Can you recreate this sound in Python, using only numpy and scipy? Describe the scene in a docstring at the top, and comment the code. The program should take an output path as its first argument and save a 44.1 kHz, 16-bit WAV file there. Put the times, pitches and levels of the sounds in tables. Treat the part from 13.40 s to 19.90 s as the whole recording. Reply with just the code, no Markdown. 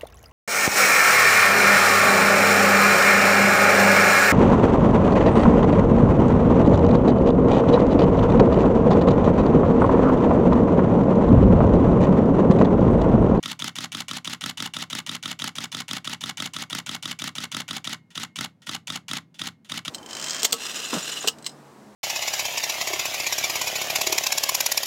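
"""A small quiet room, a reflex camera on a wooden desk, the microphone close by.
The camera is already shooting six frames a second, then stumbles as its buffer fills. Every frame is
one chain of clicks and whirrs: release, aperture lever, mirror up, shutter curtains, cocking gears,
mirror down, latch. The blows thump the desk and leave springs ringing; the room answers briefly."""
import sys
import numpy as np
from scipy import signal
from scipy.fft import rfft, irfft, next_fast_len
from scipy.io import wavfile
from scipy.ndimage import uniform_filter1d

SR = 44100
rng = np.random.default_rng(int(sys.argv[2]) if len(sys.argv) > 2 else 0)


def dump(signal):
    """Clip the signal to [-1, 1] and save it as 16-bit WAV at the path in sys.argv[1]."""
    limited = np.clip(np.atleast_2d(signal).T, -1, 1)
    pcm = np.round(limited * 32767).astype(np.int16)
    wavfile.write(sys.argv[1], SR, pcm)


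N = 286650

# room tone spectrum: f/Hz, relative level/dB
ROOM_TONE = [(25, 13.5), (50, 7.5), (70, 4), (110, 10.5), (200, 12), (400, -4.5), (1000, -13.5),
             (4000, -28.5), (16000, -41)]
# reverberation time: f/Hz, t60/s
ROOM_T60 = [(150, 0.63), (600, 0.13), (2000, 0.15), (5000, 0.16), (10000, 0.135), (16000, .15)]
# reverberation against the direct sound at the microphone: f/Hz, level/dB
REVERB_LEVELS = [(150, -17), (600, -8), (1400, -12), (3000, -17), (6000, -20), (14000, -20)]
# microphone bass roll-off: f/Hz, level/dB
MIC_LOW_CUT = [(50, -28.5), (62, -28.5), (79, -18), (100, -5), (130, 0)]
# lingering rings of the desk top and the room: f/Hz, level/dB, t60/s
DESK_MODES = [(94, -43.5, 0.4), (128, -54, 0.4), (163.2, -52, 1), (221.4, -55, 0.7), (305, -50.5, 0.17),
              (345, -68.5, 0.28)]
# blows reaching the desk: t/s in the frame, level/dB, f/Hz, swell/s, share of the curtain level added
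DESK_THUMPS = [(.017, -37.5, 178, 0.0043, 0), (0.0306, -31.3, 266, 0.0034, 0.12),
               (0.034, -36, 148, 0.0046, 0.07), (.0515, -28, 230, 0.0033, .85),
               (0.0518, -33, 140, 0.0075, 0.6), (.066, -34.3, 220, 0.0032, 0.08),
               (.083, -31, 200, 0.0028, 0.1), (.0945, -38, 175, 0.0036, 0),
               (.11, -44.5, 159.6, 0.0044, 0.03)]
# ringing springs: f/Hz, level/dB, t60/s
SPRING_MODES = [(1830, -72, .35), (1880, -76.5, 0.29), (2148, -65, 0.6), (2080, -60, .12), (2907, -76, .35),
                (4344, -81.5, .4)]
# resonances of each moving part: f/Hz, width/Hz, relative level/dB
RELEASE_MODES = [(403, 150.0, -54), (845, 130, -7), (1060, 230, -7.5), (1980, 210, -18), (2306, 50, 6),
                 (2930, 450, 1.5), (3002, 5800, -12.5), (3940, 67, 0), (6300, 2700, -7), (8800, 410, -9)]
LEVER_MODES = [(403, 150.0, -28), (574, 99, -14), (920, 280, -10.5), (1420, 180, -6), (1890, 55, -2),
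               (3000, 4000, -9), (2970, 480, -4.5), (3495, 270, -0.5), (6270, 2300, -14), (9640, 570, -15)]
MIRROR_UP_MODES = [(640, 290.0, -17), (1170, 243, -8), (1330, 130, -4), (1360, 450, -20),
                   (1769, 950, -13.5), (1956, 160, -10.5), (2880, 1100, -13), (3320, 570, -1.5),
                   (3714, 430, -0.5), (4870, 99, -6), (5800, 4100, -15.5), (5888, 220.0, -10),
                   (10400, 1500, -23.5)]
CURTAIN_MODES = [(460, 440, -15.5), (905, 120, -5), (1330, 320, -1), (1730, 230, -2.5), (2080, 270, -5),
                 (2276, 150.0, -23.5), (2610, 200, -5), (3170, 380, -4), (3885, 160, -12.5),
                 (4410, 260, -5), (5050, 380, -2.5), (5420, 310, -5.5), (6000, 660, -16), (6540, 930, -8),
                 (8800, 2900.0, -12.5), (13926, 3100, -23.5)]
GEAR_MODES = [(500, 120, -18), (595, 130, -14.5), (760, 150.0, -17), (885, 150, -10.5),
              (1190, 310.0, -10.5), (1467, 93, -3), (1913, 480, -2.7), (2728, 4400, -10), (3520, 2200, -3),
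              (5721, 2500, -12)]
MIRROR_DOWN_MODES = [(440, 470, -18.5), (840, 260, -4.5), (1290, 520, -6.5), (1670, 110, -8),
                     (2070, 450, -10.5), (2218, 130, 0.5), (2957, 540, -0.5), (3480, 86, -4.5),
                     (3830, 1600, -7.5), (4424, 4950, -11), (6720, 1500, -9), (9071, 460.0, -24.5),
                     (10570, 2700, -17.5)]
LATCH_MODES = [(503, 820.0, -17), (940, 150.0, -26), (1043, 120, 0), (1168, 110, -3), (1455, 350, -2),
               (1980, 380, -3), (3400, 1400, -5), (3730, 63, -13.5), (4940, 4400, -15),
               (7439, 880.0, -19.5)]
# contacts and rebounds: t/s from the frame's start, level/dB, decay/s
RELEASE_HITS = [(-.002, -46.5, 0.0033), (.0005, -26.5, 0.0006), (.0016, -32, 0.0011), (.0035, -41, 0.0033)]
LEVER_HITS = [(.0067, -29, .0011), (.0084, -29.5, .0012), (0.0108, -35, .0015)]
CURTAIN_HITS = [(0.0502, -22, .0007), (.0511, -19.3, 0.0009), (0.0527, -23, 0.001), (0.0538, -28.5, 0.0009)]
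GEAR_HITS = [(0.046, -40, 0.0025), (0.0607, -35.5, 0.0012), (0.0631, -35.5, .001), (0.0713, -28.5, .0008),
             (0.0821, -34.5, 0.0009)]
# contacts and rebounds: t/s from the mirror's landing, level/dB, decay/s
MIRROR_UP_HITS = [(-.0025, -28, 0.0023), (-.0006, -22, .0014), (.0006, -20.7, .0017)]
MIRROR_DOWN_HITS = [(0, -23, 0.0009), (.0026, -23.5, .0011), (.0038, -23.5, .0017), (.0062, -35, 0.0022)]
LATCH_HITS = [(0.0142, -31.5, 0.0016), (0.0162, -32, 0.003)]
# rubbing strokes in a frame: start t/s, attack/s, level/dB, slope/(dB/s), end t/s, decay/s
LEVER_SLIDE = (0.003, 0.002, -37, -170, 0.043, 0.003)
GEAR_WHIRR = (0.052, 0.003, -37.5, 75, 0.084, 0.007)
# uneven frames once the buffer is full: t/s
LATE_STARTS = [4.7483, 4.9591, 5.2631, 5.4727, 5.6833, 5.9871, 6.2904, 6.4506]
# the curtain slams on about every third frame: frame number from 0
SLAM_FRAMES = [2, 7, 8, 10, 13, 16, 19, 21, 24, 26, 30, 33, 36]
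# the mirror catches the springs squarely: frame number from 0
SINGING_FRAMES = [2, 20, 21, 22, 25, 26, 28, 29, 34]

LEAD = SR // 2  # samples ahead of time zero, where the burst begins
FRAME_T = np.arange(-512, 5632) / SR  # t/s around one frame


def gain_of(db):
    """Decibels to amplitude."""
    return 10 ** (np.asarray(db) / 20)


def unit_rms(x):
    """Scales to an rms of one."""
    return x / np.sqrt(np.mean(abs(x) ** 2) + 1e-20)


def curve_at(points, hz):
    """Reads a table along a log-frequency axis."""
    f, value = np.transpose(points)
    return np.interp(np.log(hz + 1), np.log(f), value)


def add(mix, s, sound):
    """Mixes a sound in at time s; the mix begins LEAD samples early."""
    span = mix[LEAD + round(s * SR):][:len(sound)]
    span += sound[:len(span)]


def frame_levels(chosen, chosen_db, usual_db, spread_db):
    """One level for the chosen frames, another for the rest, both a little uneven."""
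    return np.where(chosen, chosen_db, usual_db) + spread_db * rng.standard_normal(len(chosen))


def resonate(force, modes, size=4096):
    """A part colours the force on it: broad minimum-phase resonances with unit power gain."""
    f = np.maximum(abs(np.fft.fftfreq(size, 1 / SR)), 1)
    power = sum(gain_of(db) ** 2 / (1 + ((f * f - hz * hz) / (f * width)) ** 2) ** 2
                for hz, width, db in modes)
    log_gain = np.log(np.maximum(unit_rms(np.sqrt(power)), 1e-5))
    response = np.fft.ifft(np.exp(np.conj(signal.hilbert(log_gain)))).real
    return signal.oaconvolve(force, response[:size // 2])[:len(force)]


def ring(blows, modes):
    """Each blow sets off decaying sines."""
    t = np.arange(SR) / SR
    tone = sum(gain_of(db) * 1000 ** (-t / t60) * np.sin(2 * np.pi * hz * t) for hz, db, t60 in modes)
    return signal.oaconvolve(blows, tone)[:len(blows)]


def chatter(envelope, passes=10):
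    """Random micro-impacts under an envelope, evenly spread over all frequencies."""
    grains = rng.standard_normal(len(envelope))
    for _ in range(passes):
        white = irfft(np.exp(1j * np.angle(rfft(grains * envelope))))
        grains = white / np.sqrt(abs(uniform_filter1d(white ** 2, size=40)) + 1e-20)
    return grains * envelope


def strike(times, hits, modes, fresh, levels_db=0, rise_s=0.0003):
    """A part hits and rebounds alike in every frame, but for a fresh share of its chatter's power."""
    power = 0
    for s, db, decay in hits:
        age = np.maximum(FRAME_T - s + rise_s, 0)
        power += (gain_of(db) * np.minimum(age / rise_s, np.exp((rise_s - age) / decay))) ** 2
    envelope = np.sqrt(power)
    repeated = np.sqrt(1 - fresh) * chatter(envelope)
    force = np.zeros(LEAD + N)
    for s, db in zip(times, np.broadcast_to(levels_db, len(times))):
        varying = np.sqrt(fresh) * envelope * rng.standard_normal(len(envelope))
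        add(force, s + FRAME_T[0], gain_of(db) * (repeated + varying))
    return resonate(force, modes)


def rub(times, stroke, modes, grain_db):
    """Teeth and sliding faces give a grainy rush: attack, sloping hold, decay."""
    begin, attack, db, slope, end, decay = stroke
    envelope = np.clip((FRAME_T - begin) / attack, 0, 1) * gain_of(db + slope * (FRAME_T - begin))
    envelope *= np.exp(-np.maximum(FRAME_T - end, 0) / decay)
    force = np.zeros(LEAD + N)
    for s in times:
        hiss, lumps = rng.standard_normal((2, len(FRAME_T)))
        roughness = gain_of(grain_db * unit_rms(uniform_filter1d(lumps, size=30)))
        add(force, s + FRAME_T[0], envelope * unit_rms(hiss * roughness))
    return resonate(force, modes)


def room_tone(level_db=-58.5):
    """The faint rumble and hiss behind everything."""
    colour = gain_of(curve_at(ROOM_TONE, np.fft.rfftfreq(N, 1 / SR)))
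    return gain_of(level_db) * unit_rms(irfft(rfft(rng.standard_normal(N)) * colour, N))


def room_reverb(direct, onset_s=0.0042):
    """Near walls return a quickly building diffuse tail whose bass lingers longest."""
    hz, t, noise = signal.stft(rng.standard_normal(SR), SR, nperseg=256)
    fade = 1000 ** (-t / curve_at(ROOM_T60, hz)[:, None]) * np.minimum(t / onset_s, 1) ** 2
    energy = SR * np.mean(fade ** 2, axis=1, keepdims=True)
    fade *= gain_of(curve_at(REVERB_LEVELS, hz))[:, None] / np.sqrt(energy)
    response = signal.istft(noise * fade, SR)[1]
    return signal.oaconvolve(direct, response)[:len(direct)]


def desk(starts, ups, downs, curtain_levels, jitter_s=0.00026, return_db=-7):
    """Recoil rocks the camera on the desk in dead knocks; both mirror stops leave the top ringing."""
    t = np.arange(SR // 20) / SR
    knocks, blows = np.zeros((2, LEAD + N))
    for start, up, down, curtain_db in zip(starts, ups, downs, curtain_levels):
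        add(blows, up, np.ones(1))
        add(blows, down, gain_of([return_db]))
        for s, db, hz, swell, share in DESK_THUMPS:
            knock = (t / swell * np.exp(1 - t / swell)) ** 2 * np.sin(2 * np.pi * hz * t)
            onset = start + s + jitter_s * rng.standard_normal()
            add(knocks, onset, gain_of(db + share * curtain_db) * knock)
    return knocks + ring(blows, DESK_MODES)


def springs(downs):
    """The returning mirror plucks the springs, sometimes hard enough to make them sing."""
    singing = np.isin(np.arange(len(downs)), SINGING_FRAMES)
    plucks = np.zeros(LEAD + N)
    for s, db in zip(downs, frame_levels(singing, chosen_db=6, usual_db=-3, spread_db=2.5)):
        add(plucks, s, gain_of([db]))
    return ring(plucks, SPRING_MODES)


def lever_stir(starts, ahead_s=0.044, level_db=-50, decay_s=0.025):
    """The lever rustles softly just ahead of a delayed frame."""
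    t = np.arange(SR // 15) / SR
    force = np.zeros(LEAD + N)
    for s in starts:
        add(force, s - ahead_s, gain_of(level_db) * np.exp(-t / decay_s) * rng.standard_normal(len(t)))
    return resonate(force, LEVER_MODES)


def release(starts, delayed):
    """The release clicks as the frame opens, muted after a long wait."""
    levels = frame_levels(delayed, chosen_db=-17, usual_db=1.2, spread_db=0.8)
    return strike(starts, RELEASE_HITS, RELEASE_MODES, fresh=0.33, levels_db=levels)


def aperture_lever(starts):
    """The lever ticks and slides with a fading scrape."""
    ticks = strike(starts, LEVER_HITS, LEVER_MODES, fresh=0.45)
    return ticks + rub(starts, LEVER_SLIDE, LEVER_MODES, grain_db=2)


def cocking_gears(starts):
    """Gear teeth click and whirr as they cock the shutter again."""
    clicks = strike(starts, GEAR_HITS, GEAR_MODES, fresh=0.76)
    return clicks + rub(starts, GEAR_WHIRR, GEAR_MODES, grain_db=0.5)


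def mirror_up(ups):
    """The mirror slaps its upper stop."""
    return strike(ups, MIRROR_UP_HITS, MIRROR_UP_MODES, fresh=0.15)


def mirror_down(downs):
    """The mirror drops back and bounces, then the latch catches."""
    landing = strike(downs, MIRROR_DOWN_HITS, MIRROR_DOWN_MODES, fresh=0.25)
    return landing + strike(downs, LATCH_HITS, LATCH_MODES, fresh=0.09)


def shutter_curtains(starts, levels):
    """The curtains end their travel with a bright snap."""
    return strike(starts, CURTAIN_HITS, CURTAIN_MODES, fresh=0.068, levels_db=levels)


def burst(first_s=-0.1343, period_s=0.16352, count=29, up_s=0.0298, down_s=0.0854, jitter_s=0.0004):
    """Frame starts, steady and then stumbling, and the moments the mirror lands up and down."""
    starts = np.concatenate([first_s + period_s * np.arange(count), LATE_STARTS])
    up_slip, down_slip = jitter_s * rng.standard_normal((len(starts), 2)).T
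    return starts, starts + up_s + up_slip, starts + down_s + down_slip


def scene():
    """At the microphone, in mono: camera and desk up close, the room behind them."""
    starts, ups, downs = burst()
    delayed = np.diff(starts, prepend=starts[0]) > 0.25  # frames after a long wait
    slams = np.isin(np.arange(len(starts)), SLAM_FRAMES)
    curtain_levels = frame_levels(slams, chosen_db=-0.8, usual_db=-9.3, spread_db=0.7)
    camera = (release(starts, delayed) + aperture_lever(starts) + mirror_up(ups)
              + shutter_curtains(starts, curtain_levels) + cocking_gears(starts) + mirror_down(downs)
              + lever_stir(starts[delayed]) + springs(downs))
    direct = camera + desk(starts, ups, downs, curtain_levels)
    return ((direct + room_reverb(direct))[LEAD:] + room_tone())[None]


def record(dry, ceiling_db=-9.5, edge_hz=16100):
    """The microphone drops the deep bass and rounds the tallest peaks; then a steep band limit."""
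    size = next_fast_len(N + SR, True)
    low_cut = gain_of(curve_at(MIC_LOW_CUT, np.fft.rfftfreq(size, 1 / SR)))
    thinned = irfft(rfft(dry, size) * low_cut, size)[:, :N]
    rounded = gain_of(ceiling_db) * np.tanh(thinned / gain_of(ceiling_db))
    low_pass = signal.firwin(511, edge_hz, window=("kaiser", 9), fs=SR)
    return signal.oaconvolve(rounded, low_pass[None], "same")


dry = scene()
out = record(dry)
dump(out)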